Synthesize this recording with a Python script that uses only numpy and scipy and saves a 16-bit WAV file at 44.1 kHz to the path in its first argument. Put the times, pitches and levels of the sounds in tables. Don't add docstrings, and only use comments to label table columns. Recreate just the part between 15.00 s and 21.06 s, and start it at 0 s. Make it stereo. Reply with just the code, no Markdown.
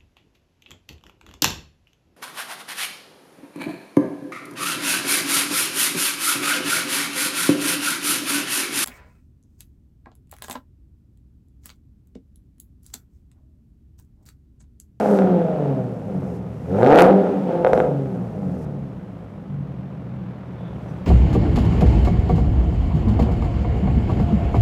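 import sys
import numpy as np
from scipy import signal
from scipy.fft import rfft, irfft, next_fast_len
from scipy.io import wavfile
from scipy.ndimage import uniform_filter1d, map_coordinates

SR = 44100
rng = np.random.default_rng(int(sys.argv[2]) if len(sys.argv) > 2 else 0)


def level_to_linear(level):
    exponent = np.asarray(level, float) / 20
    return 10 ** exponent


def put_to_file(sound):
    columns = np.atleast_2d(sound).T
    safe = np.clip(columns, -1, 1)
    whole_steps = np.round(safe * 32767)
    wavfile.write(sys.argv[1], SR, whole_steps.astype(np.int16))


N = 267246
STEP = 16

# [t/s, level/dB]
HUM = [(0, -54), (.9, -50), (1.2, -45), (1.8, -46), (1.9, -55), (2.35, -55), (2.5, -42), (4.4, -41),
       (4.8, -45), (6.06, -41)]
HUM_HZ, HUM_WIDTH_HZ = 65, 18
# [f/Hz, t60/s]
GARAGE_T60 = [(60, 0.32), (200, 1.37), (600, 0.34), (2000, 0.21), (8000, 0.69)]
# [f/Hz, likeness 0-1]
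ALIKE = [(60, 1), (300, 0.9814), (700, 0.92), (1500, 0.78), (3000, 0.55), (6000, 0.061), (15000, 0.25)]
# [f/Hz, level/dB]
ECHO_COLOUR = [(200, 0), (800, 0), (1500, -5), (3000, -9), (16000, -12)]
# [f/Hz, level/dB]
DRAUGHT = [(15, -18.0), (35, 7.0), (70, -23), (200, -77.5)]

# [t/s, f/Hz, length/s, level/dB]
SQUEAKS = [
    (3.93, 1200, .06, -56),
    (5.655, 3470, .14, -60),
    (5.895, 5900, .03, -65),
    (5.9, 8000, .02, -72),
]

# [peak t/s, swell by 20 dB/s, fall by 20 dB/s, level/dB]
GASPS = [
    (0, .1, 0.02, -45),
    (.16, 2.5, .15, -52),
    (1.37, 0.7, .03, -63.5),
    (1.79, 0.05, 0.8, -59),
    (2.065, .5, .05, -50),
    (2.673, .01, .12, -57),
    (2.736, 0.01, .12, -55),
    (2.78, .01, .15, -57),
    (3.65, .5, 0, -63),
    (5.9, 0.6, 0.8, -68.5),
]
# [f/Hz, level/dB]
INTAKE_COLOUR = [(2000, -37), (4000, 2.5), (5500, 8), (7800, 4.5), (9000, 2.5), (11000, 2.5), (14000, -3),
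                 (16000, -9.5)]
INTAKE_DB, INTAKE_DB_PER_OCTAVE = -63, 6.5
TOP_FIRINGS_HZ = 200

# [t/s, crack peak level/dB, ring over crack level/dB, thud level/dB]
POPS = [(.188, -33, 24, -24), (.0105, -40, 28, -24), (.22, -42, 27, -28), (1.8225, -46, 36, -26),
        (1.830, -32, 28.5, -18), (1.8625, -26, 21.5, -24), (1.871, -27, 21, -24), (2.128, -35, 16, -28),
        (2.647, -30, 28, -14), (2.6645, -39, 31, -18), (2.670, -37, 32, -16), (2.7322, -24.5, 23, -13),
        (2.776, -35, 26, -16), (2.8016, -33, 30, -14)]
# [f/Hz, level/dB]
CRACK = [(500, -24), (900, -4), (1300, 0), (1650, -7), (2300, -7), (3500, -12), (5500, -20), (9000, -32),
         (16000, -60)]
# [f/Hz, level/dB]
THUD = [(25, -30), (60, -8), (150, -9), (255, 0), (330, -12), (600, -45), (2000, -100)]
# [t/s, peak level/dB]
CLICKS = [(.113, -44), (.143, -43), (.173, -45), (1.946, -38), (1.9525, -37), (1.9585, -28), (1.9763, -29),
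          (1.988, -26), (1.990, -29), (1.994, -30), (1.9963, -27), (2.000, -27), (2.0075, -28),
          (2.020, -26), (2.022, -16), (2.0245, -31), (2.032, -41), (2.054, -41), (2.6478, -51),
          (2.6708, -55), (2.7328, -45), (2.7347, -48), (2.777, -54), (2.8025, -50)]
# [f/Hz, level/dB]
CLICK_COLOUR = [(1200, -30), (3000, 0), (12000, 0), (20000, -8)]
# [t/s, peak level/dB]
TEARS = [(1.8468, -26), (1.8917, -29), (1.9057, -23), (1.9131, -26), (1.9196, -21), (1.9322, -21),
         (1.9448, -19), (1.9514, -18), (1.9584, -19), (1.9758, -17), (1.9877, -11), (1.9925, -16),
         (1.996, -11), (2.0071, -12), (2.0154, -22), (2.0216, -11), (2.0313, -24), (2.0422, -23),
         (2.0483, -22), (2.0538, -24), (2.0855, -29), (2.102, -27), (2.1093, -27)]
# [t/s, peak level/dB]
SURGES = [(0.058, -7), (0.111, -7), (0.127, -9), (0.137, -6), (0.244, -9), (0.273, -8), (0.306, -9),
          (0.417, -13), (0.451, -16), (0.485, -10), (0.562, -12), (0.624, -14), (0.658, -14), (0.791, -18),
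          (0.826, -25), (0.883, -19), (0.925, -23), (0.968, -22), (1.018, -24), (1.098, -21), (1.149, -21),
          (1.23, -22), (1.252, -19), (1.356, -29), (1.443, -25), (1.657, -26), (1.714, -18), (1.746, -12),
          (1.786, -8), (1.804, -7), (1.813, -1), (2.189, -11), (2.235, -12), (2.27, -9), (2.341, -13),
          (2.371, -16), (2.472, -15), (2.492, -11), (2.553, -12), (2.614, -15), (2.871, -14), (2.916, -15),
          (2.964, -17), (3.061, -22), (3.126, -22), (3.16, -22), (3.247, -24), (3.286, -23), (3.378, -22),
          (3.43, -22), (3.496, -26), (3.569, -25), (3.627, -29), (3.664, -24), (3.751, -25), (3.785, -29),
          (4.035, -32), (4.086, -33), (4.23, -36), (4.385, -35)]
SURGE_DB, DULL_HZ = -4, 1400
BOUNCE_S, BOUNCE = .00053, .6
WALL_S, WALL_DB = .008, -12

# [t/s, firing rate f/Hz]
SPEED = [(0, 214.1), (.29, 182), (.62, 145.7), (.99, 109.1), (1.35, 78.98), (1.63, 76), (1.76, 100),
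         (2.04, 186.1), (2.16, 199.5), (2.27, 198.5), (2.48, 173), (2.73, 172.5), (2.9, 142.9),
         (3.07, 132.6), (3.66, 73.47), (4.14, 55.5), (4.66, 44.65), (5.08, 41.61), (6.06, 38.49)]
FIRES_AT_S = 1.9194
# [t/s, level/dB]
EFFORT = [(0, -15.5), (.22, -21), (.44, -28), (.7, -28.5), (.95, -40.5), (1.25, -35.5), (1.45, -43),
          (1.62, -42), (1.75, -22), (1.93, -6), (2.04, -9), (2.17, -20), (2.45, -31), (2.5, -23),
          (2.61, -28), (2.72, -29), (2.8, -25), (2.87, -31), (3.16, -37), (3.6, -38.5), (4.1, -48.5),
          (6.06, -46.5)]
# [level/dB, times unevenness]
CYLINDERS = [5, -3, -2.5, -2, 0.4, 0]
# [t/s, unevenness 0-1]
UNEVEN = [(0, 0.49), (1.5, 0.49), (1.7, 0.01), (1.95, 0.19), (2.1, 0.37), (2.9, 0.52), (4.4, 0.29),
          (6.06, 0.5)]
# [t/s, level/dB]
LUMPS = [(3.963, -23), (4.059, -23), (4.136, -23), (4.233, -23), (4.363, -24), (4.427, -22), (4.502, -23),
         (4.543, -22), (4.587, -24), (4.609, -22), (4.715, -23), (4.75, -23), (4.794, -23), (4.867, -23),
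         (4.941, -23), (4.982, -21), (5.013, -23), (5.028, -22), (5.125, -21), (5.154, -23), (5.176, -21),
         (5.224, -21), (5.273, -23), (5.321, -23), (5.374, -24), (5.421, -23), (5.49, -22), (5.56, -24),
         (5.643, -23), (5.673, -23), (5.707, -23), (5.794, -24), (5.85, -24), (5.916, -24), (5.966, -24),
         (6.02, -23), (6.038, -23)]
LUMP_WIDTH_S, LUMP_OVER_DB, BETWEEN_DB = .009, 27, -3

# [f/Hz, width f/Hz, level/dB, growth dB per dB of effort, effort where growth stops level/dB]
BOOM = [(88, 68, -24, 0.4, -23), (134.37, 34.1, -10, 0.31, -26), (184, 49.3, -8, 0.47, -24.5),
        (276, 36, -10, .55, -21), (390, 90, -10, .6, 0), (490, 90, -3, .7, 0), (625, 80, -4, .7, 0),
        (735, 70, -6, .7, 0), (870, 60, -14, .6, 0)]
# [multiple, level/dB, dB per dB of lock; misfires feed the half multiple]
ORDERS = [(1, 0, 1), (1.5, -11.5, -.6), (2, -1.5, 1), (3, -4, .6), (4, -7, .6), (5, -9, .6), (6, -12, .6)]
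# [t/s, level/dB]
LOCK = [(0.06, -11), (.12, 0), (.43, 4.5), (.52, -5), (.7, 0), (.8, -1), (.92, -7), (1.3, 0.5), (1.42, -9),
        (1.57, -8), (1.7, 3), (2.02, -6), (2.18, 2), (2.35, -8), (2.45, -13), (2.53, -2), (2.65, 3.5),
        (2.72, -13), (2.88, -4), (3.04, -1), (3.14, -10), (3.42, -5), (3.55, 2), (4.0, -8), (4.55, -.5),
        (5.3, -3), (6.06, -2)]

# [f/Hz, width f/Hz, level/dB]
PIPE = [(276, 100, 0), (424, 70, -1), (511, 75, 7), (630, 55, 2.5), (698, 35, -5), (740, 60, 0),
        (868, 50, -9), (1237, 90, -6.5), (1398, 50, -7.5)]
NOTCH_HZ, NOTCH_WIDTH_HZ, NOTCH_DB = 1030, 260, -7
# [f/Hz, level/dB]
MUFFLER = [(18, -69), (30, -27), (97, -10), (128, -4), (177, 4.5), (225, -13), (274, -12.5), (302, -19.5),
           (351, -36), (400, -32), (520, -88), (880, -120)]
THUMP_DB, THUMP_GROWS, THUMP_DB_PER_OCTAVE, THUMP_FULL_DB = -17, .3, -1.16, -24.5
# [f/Hz, level/dB]
FRONT = [(500, -24), (950, 1), (1350, 4), (1700, -3), (2400, -8), (3500, -17), (5500, -29), (16000, -60)]
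# [f/Hz, level/dB]
GAS_COLOUR = [(180, -48.5), (300, -2.5), (374, -1), (406, -4), (472, -8), (580, -4), (800, -10.5),
              (1000, -11.5), (1300, -15), (1650, -19.5), (2500, -24.5), (3460, -30), (8000, -51),
              (10400, -73), (17600, -120)]
RASP_DB, RASP_GROWS, RASP_DB_PER_OCTAVE = -21, 0.83, 4
# [t/s, level/dB]
CLATTER = [(0, -53.5), (4.5, -54.5), (6.06, -49)]
SNAP_S, SNAP_WIDTH_S, SNAP_DB = 1.995, .035, -16


def unit(x):
    return x / np.sqrt(np.mean(x ** 2) + 1e-20)


def powersum(*db):
    return 10 * np.log10(sum(level_to_linear(d) ** 2 for d in db))


def along(points, hz):
    f, value = np.transpose(points)
    return np.interp(np.log(hz + 1), np.log(f + 1), value)


def curve(points):
    s, value = np.transpose(points)
    return np.interp(np.arange(N) / SR, s, value)


def fine(x):
    return np.interp(np.arange(N), np.arange(len(x)) * STEP, x)


def wobble(rate):
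    knots = rng.standard_normal(int(N * rate / SR) + 4)
    return map_coordinates(knots, [np.arange(0, N, STEP) * rate / SR])


def filtered(x, response):
    m = next_fast_len(x.shape[-1] + SR // 2)
    return irfft(rfft(x, m) * response(np.fft.rfftfreq(m, 1 / SR)), m)[..., :x.shape[-1]]


def causal(spectrum):
    def response(hz):
        cepstrum = irfft(np.log(level_to_linear(along(spectrum, hz)) + 1e-5))
        half = len(cepstrum) // 2
        cepstrum[1:half] *= 2
        cepstrum[half + 1:] = 0
        return np.exp(rfft(cepstrum))
    return response


def resonance(f, centre, width):
    return 1j * f * width / (centre * centre - f * f + 1j * f * width)


def stereo(two, spectrum):
    def response(hz):
        turn = np.arccos(np.clip(along(ALIKE, hz), -1, 1)) / 2
        return level_to_linear(along(spectrum, hz)) * [np.cos(turn), np.sin(turn)]
    mid, side = filtered(two, response)
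    return unit(np.array([mid + side, mid - side]))


def hum():
    noise = rng.standard_normal(N)
    wave = filtered(noise, lambda f: resonance(f, HUM_HZ, HUM_WIDTH_HZ) ** 2)
    return level_to_linear(curve(HUM)) * unit(wave)


def garage(x, delay, build):
    hz, t, z = signal.stft(rng.standard_normal((2, SR)), SR, nperseg=512)
    t60 = along(GARAGE_T60, hz)[:, None]
    tail = signal.istft(z * level_to_linear(-60 * t / t60) / np.sqrt(t60), SR, nperseg=512)[1]
    thicken = 1 - np.exp(-np.arange(tail.shape[1]) / SR / build)
    tail = stereo(tail * thicken, ECHO_COLOUR)
    late = np.pad(x, (round(delay * SR), 0))[None]
    return signal.fftconvolve(late, tail / np.sqrt(tail.shape[1]), axes=1)[:, :N]


def linkage():
    t, slow = np.arange(N) / SR, np.arange(0, N, STEP) / SR
    out = 0
    for s, hz, length, db in SQUEAKS:
        swell = np.exp(-((slow - s) / length * 2) ** 4)
        level = fine(level_to_linear(db + 3 * wobble(150)) * swell)
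        out = out + level * np.sin(2 * np.pi * hz * t + fine(1.1 * wobble(440)))
    return out


def intake(turns, octaves):
    t = np.arange(0, N, STEP) / SR
    chop = 1 + .3 * np.cos(2 * np.pi * turns / 6) ** 8
    with np.errstate(divide="ignore", invalid="ignore"):
        gasps = [db - 20 * np.maximum((s - t) / swell, (t - s) / fall) for s, swell, fall, db in GASPS]
    steady_db = INTAKE_DB + INTAKE_DB_PER_OCTAVE * octaves[::STEP]
    rush_db = powersum(steady_db, *np.maximum(gasps, -120))
    return fine(level_to_linear(rush_db + 1.93)) * chop * stereo(rng.standard_normal((2, N)), INTAKE_COLOUR)


def pipe(f):
    modes = sum(level_to_linear(db) * resonance(f, centre, width) for centre, width, db in PIPE)
    notch = 1 - (1 - level_to_linear(NOTCH_DB)) * resonance(f, NOTCH_HZ, NOTCH_WIDTH_HZ)
    low_cut = (1j * f / (110 + 1j * f)) ** 2
    return modes * notch * low_cut / (1 + 1j * f / 1900) ** 3 / (1 + 1j * f / 3300) ** 2


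def darken(f):
    return 1 / (1 + 1j * f / DULL_HZ) ** 2


def dull(f):
    return pipe(f) * darken(f)


def struck(events, response, tear_s=0):
    out = np.zeros(N + SR)
    blow = -filtered(np.arange(8192) == 0, response)
    t = np.arange(256) / SR
    for s, db in events:
        hit = blow
        if tear_s:
            grit = np.where(t > 0, .28 * rng.standard_normal(len(t)), 1)
            hit = np.convolve(blow[:2048], grit * np.exp(-t / tear_s))
        out[round(s * SR):][:len(hit)] += level_to_linear(db) * hit / np.abs(hit).max()
    return out[:N]


def both_ears(events, response, lean_db, lag_s, left_db, tear_s):
    lean = rng.standard_normal((len(events), 2))
    shared = struck(events, response, tear_s)
    own = []
    for side in (1, -1):
        heard = [(s + side * b * lag_s, db + side * (lean_db * a + left_db))
                 for (s, db), (a, b) in zip(events, lean)]
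        own.append(struck(heard, response, tear_s))
    return .5 * shared + .52 * np.array(own)


def backfires():
    crack = struck([(s + .0008, db + 7) for s, db, *_ in POPS], causal(CRACK), tear_s=.0002)
    crack = crack + BOUNCE * np.roll(crack, round(BOUNCE_S * SR))
    surges = level_to_linear(SURGE_DB) * struck(SURGES, dull)
    ring = struck([(s + .0006, db + ring_db + 1) for s, db, ring_db, _ in POPS], pipe)
    thud = struck([(s, thud_db) for s, *_, thud_db in POPS], causal(THUD))
    floor = np.roll(.22 * ring + .3 * crack, round(.0019 * SR))
    wall = level_to_linear(WALL_DB) * np.roll(filtered(1.7 * ring + .3 * crack, darken), round(WALL_S * SR))
    clicks = level_to_linear(14) * both_ears(CLICKS, causal(CLICK_COLOUR), lean_db=1.5, lag_s=.00005, left_db=1.2,
                                 tear_s=.00025)
    tears = level_to_linear(8.5) * both_ears(TEARS, causal(FRONT), lean_db=.8, lag_s=.00003, left_db=-.6, tear_s=.0003)
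    middle = tears.mean(0)
    return surges + crack + ring + thud + floor + wall + middle, clicks + tears - middle


def lumpy():
    t = np.arange(0, N, STEP) / SR
    bumps = [(db + LUMP_OVER_DB) * np.exp(-((t - s) / LUMP_WIDTH_S) ** 2) for s, db in LUMPS]
    sag_db = BETWEEN_DB * np.clip((t - LUMPS[0][0]) * 10 + 1, 0, 1)
    return fine(level_to_linear(1.1 * np.max(bumps, axis=0) + sag_db))


def boom(hz, effort_db):
    power = 0
    for centre, width, db, grows, full_db in BOOM:
        peak = level_to_linear(db + grows * np.minimum(effort_db, full_db))
        power = power + peak ** 2 / (1 + (2 * (hz - centre) / width) ** 2) ** 2
    return np.sqrt(power)


def drone(turns, firing_hz, effort_db):
    lock_db = curve(LOCK)[::STEP]
    tone = 0
    for k, db, follows in ORDERS:
        unsteady_db = 1.8 * wobble(12) + .4 * k * wobble(30) - .15 * k
        level = boom(k * firing_hz[::STEP], effort_db[::STEP]) * level_to_linear(follows * lock_db + db + unsteady_db)
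        drift = fine(0.22 * (k + .5) * wobble(19))
        tone = tone + np.sqrt(2) * fine(level) * np.sin(2 * np.pi * k * turns + drift)
    return tone


def firings(turns, uneven, scatter_db, late):
    at = np.flatnonzero(np.diff(np.floor(turns)))
    gap = np.gradient(at)
    chance = rng.standard_normal((len(at), 2))
    size_db = 2.2 * np.resize(CYLINDERS, len(at)) + scatter_db * chance[:, 0]
    size = level_to_linear(uneven[at] * size_db)
    at = np.clip(at + late * uneven[at] * gap * chance[:, 1], 0, N - 1).astype(int)
    return unit(np.bincount(at, size * np.sqrt(gap), N))


def exhaust(turns, octaves, bark_db, lumps):
    thump_db = THUMP_DB + THUMP_GROWS * np.minimum(bark_db, THUMP_FULL_DB) + THUMP_DB_PER_OCTAVE * octaves
    from_snap = np.abs(np.arange(N) / SR - SNAP_S) / SNAP_WIDTH_S
    snap_db = SNAP_DB - 20 * np.minimum(from_snap, 3) ** 2
    flow_db = RASP_DB + RASP_GROWS * bark_db + RASP_DB_PER_OCTAVE * octaves
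    rasp_db = powersum(flow_db, curve(CLATTER), snap_db)

    pulses = -firings(turns, np.clip(curve(UNEVEN), 0, 1), scatter_db=4.5, late=.12)
    puff = rng.standard_normal((4, N)) * (1.48 + np.exp(-4 * (turns % 1)))
    steep = np.clip((bark_db + 26) / 12, 0, 1)
    picking_up = np.gradient(octaves) * SR > 1.5
    loaded = steep * uniform_filter1d(1. * picking_up, size=2000)

    thump = lumps * level_to_linear(thump_db - 6.8) * unit(filtered(pulses + 0.43 * puff[0], causal(MUFFLER)))
    blown = pulses + 0.42 * (1 - 0.69 * steep) * puff[1]
    sharp, soft = filtered(blown, lambda f: [pipe(f), dull(f)])
    bark = level_to_linear(bark_db - 1) * unit(loaded * sharp + (1 - loaded) * soft)
    front = level_to_linear(flow_db + 2.5) * loaded ** 2 * unit(filtered(pulses, causal(FRONT)))
    gas = level_to_linear(rasp_db + 8) * (1 - .65 * steep + .3 * loaded) * stereo(puff[2:], GAS_COLOUR)
    beam = .45 + .55 * steep
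    return thump + beam * bark + front + gas, thump + bark + front


def scene():
    firing_hz, effort_db = curve(SPEED), curve(EFFORT)
    octaves = np.log2(firing_hz / TOP_FIRINGS_HZ)
    turns = np.cumsum(firing_hz) / SR
    turns = turns - turns[round(FIRES_AT_S * SR)] % 1
    lumps = lumpy()
    tone = lumps * drone(turns, firing_hz, effort_db)
    near, spread = exhaust(turns, octaves, effort_db, lumps)
    pops, fronts = backfires()
    send = level_to_linear(-9) * spread + level_to_linear(-19) * tone + level_to_linear(-9) * pops
    echoes = garage(send, delay=.006, build=.02)
    return tone + near + pops + echoes + fronts + intake(turns, octaves) + linkage() + hum()


def band_limit(x):
    return signal.sosfilt(signal.butter(12, 15750, fs=SR, output="sos"), x)


def record(dry):
    heard = filtered(dry, lambda hz: (1j * hz / (55 + 1j * hz)) ** 2)
    draught = filtered(rng.standard_normal(dry.shape), lambda hz: level_to_linear(along(DRAUGHT, hz)))
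    heard = np.array([level_to_linear(-.15) * np.roll(heard[0], 1), heard[1]])
    heard = heard + level_to_linear(-66.5) * unit(draught) + level_to_linear(-77.5) * rng.standard_normal(dry.shape)
    recent = signal.lfilter([1 / 2000], [1, 1 / 2000 - 1], np.mean(heard ** 2, 0))
    ceiling = .73 + .45 * np.exp(-(recent / .06) ** 4)
    held = heard / (1 + np.abs(heard / ceiling) ** 6) ** (1 / 6)
    held = filtered(held, lambda hz: hz < 15780)
    return band_limit(held)


dry = scene()
out = record(dry)
put_to_file(out)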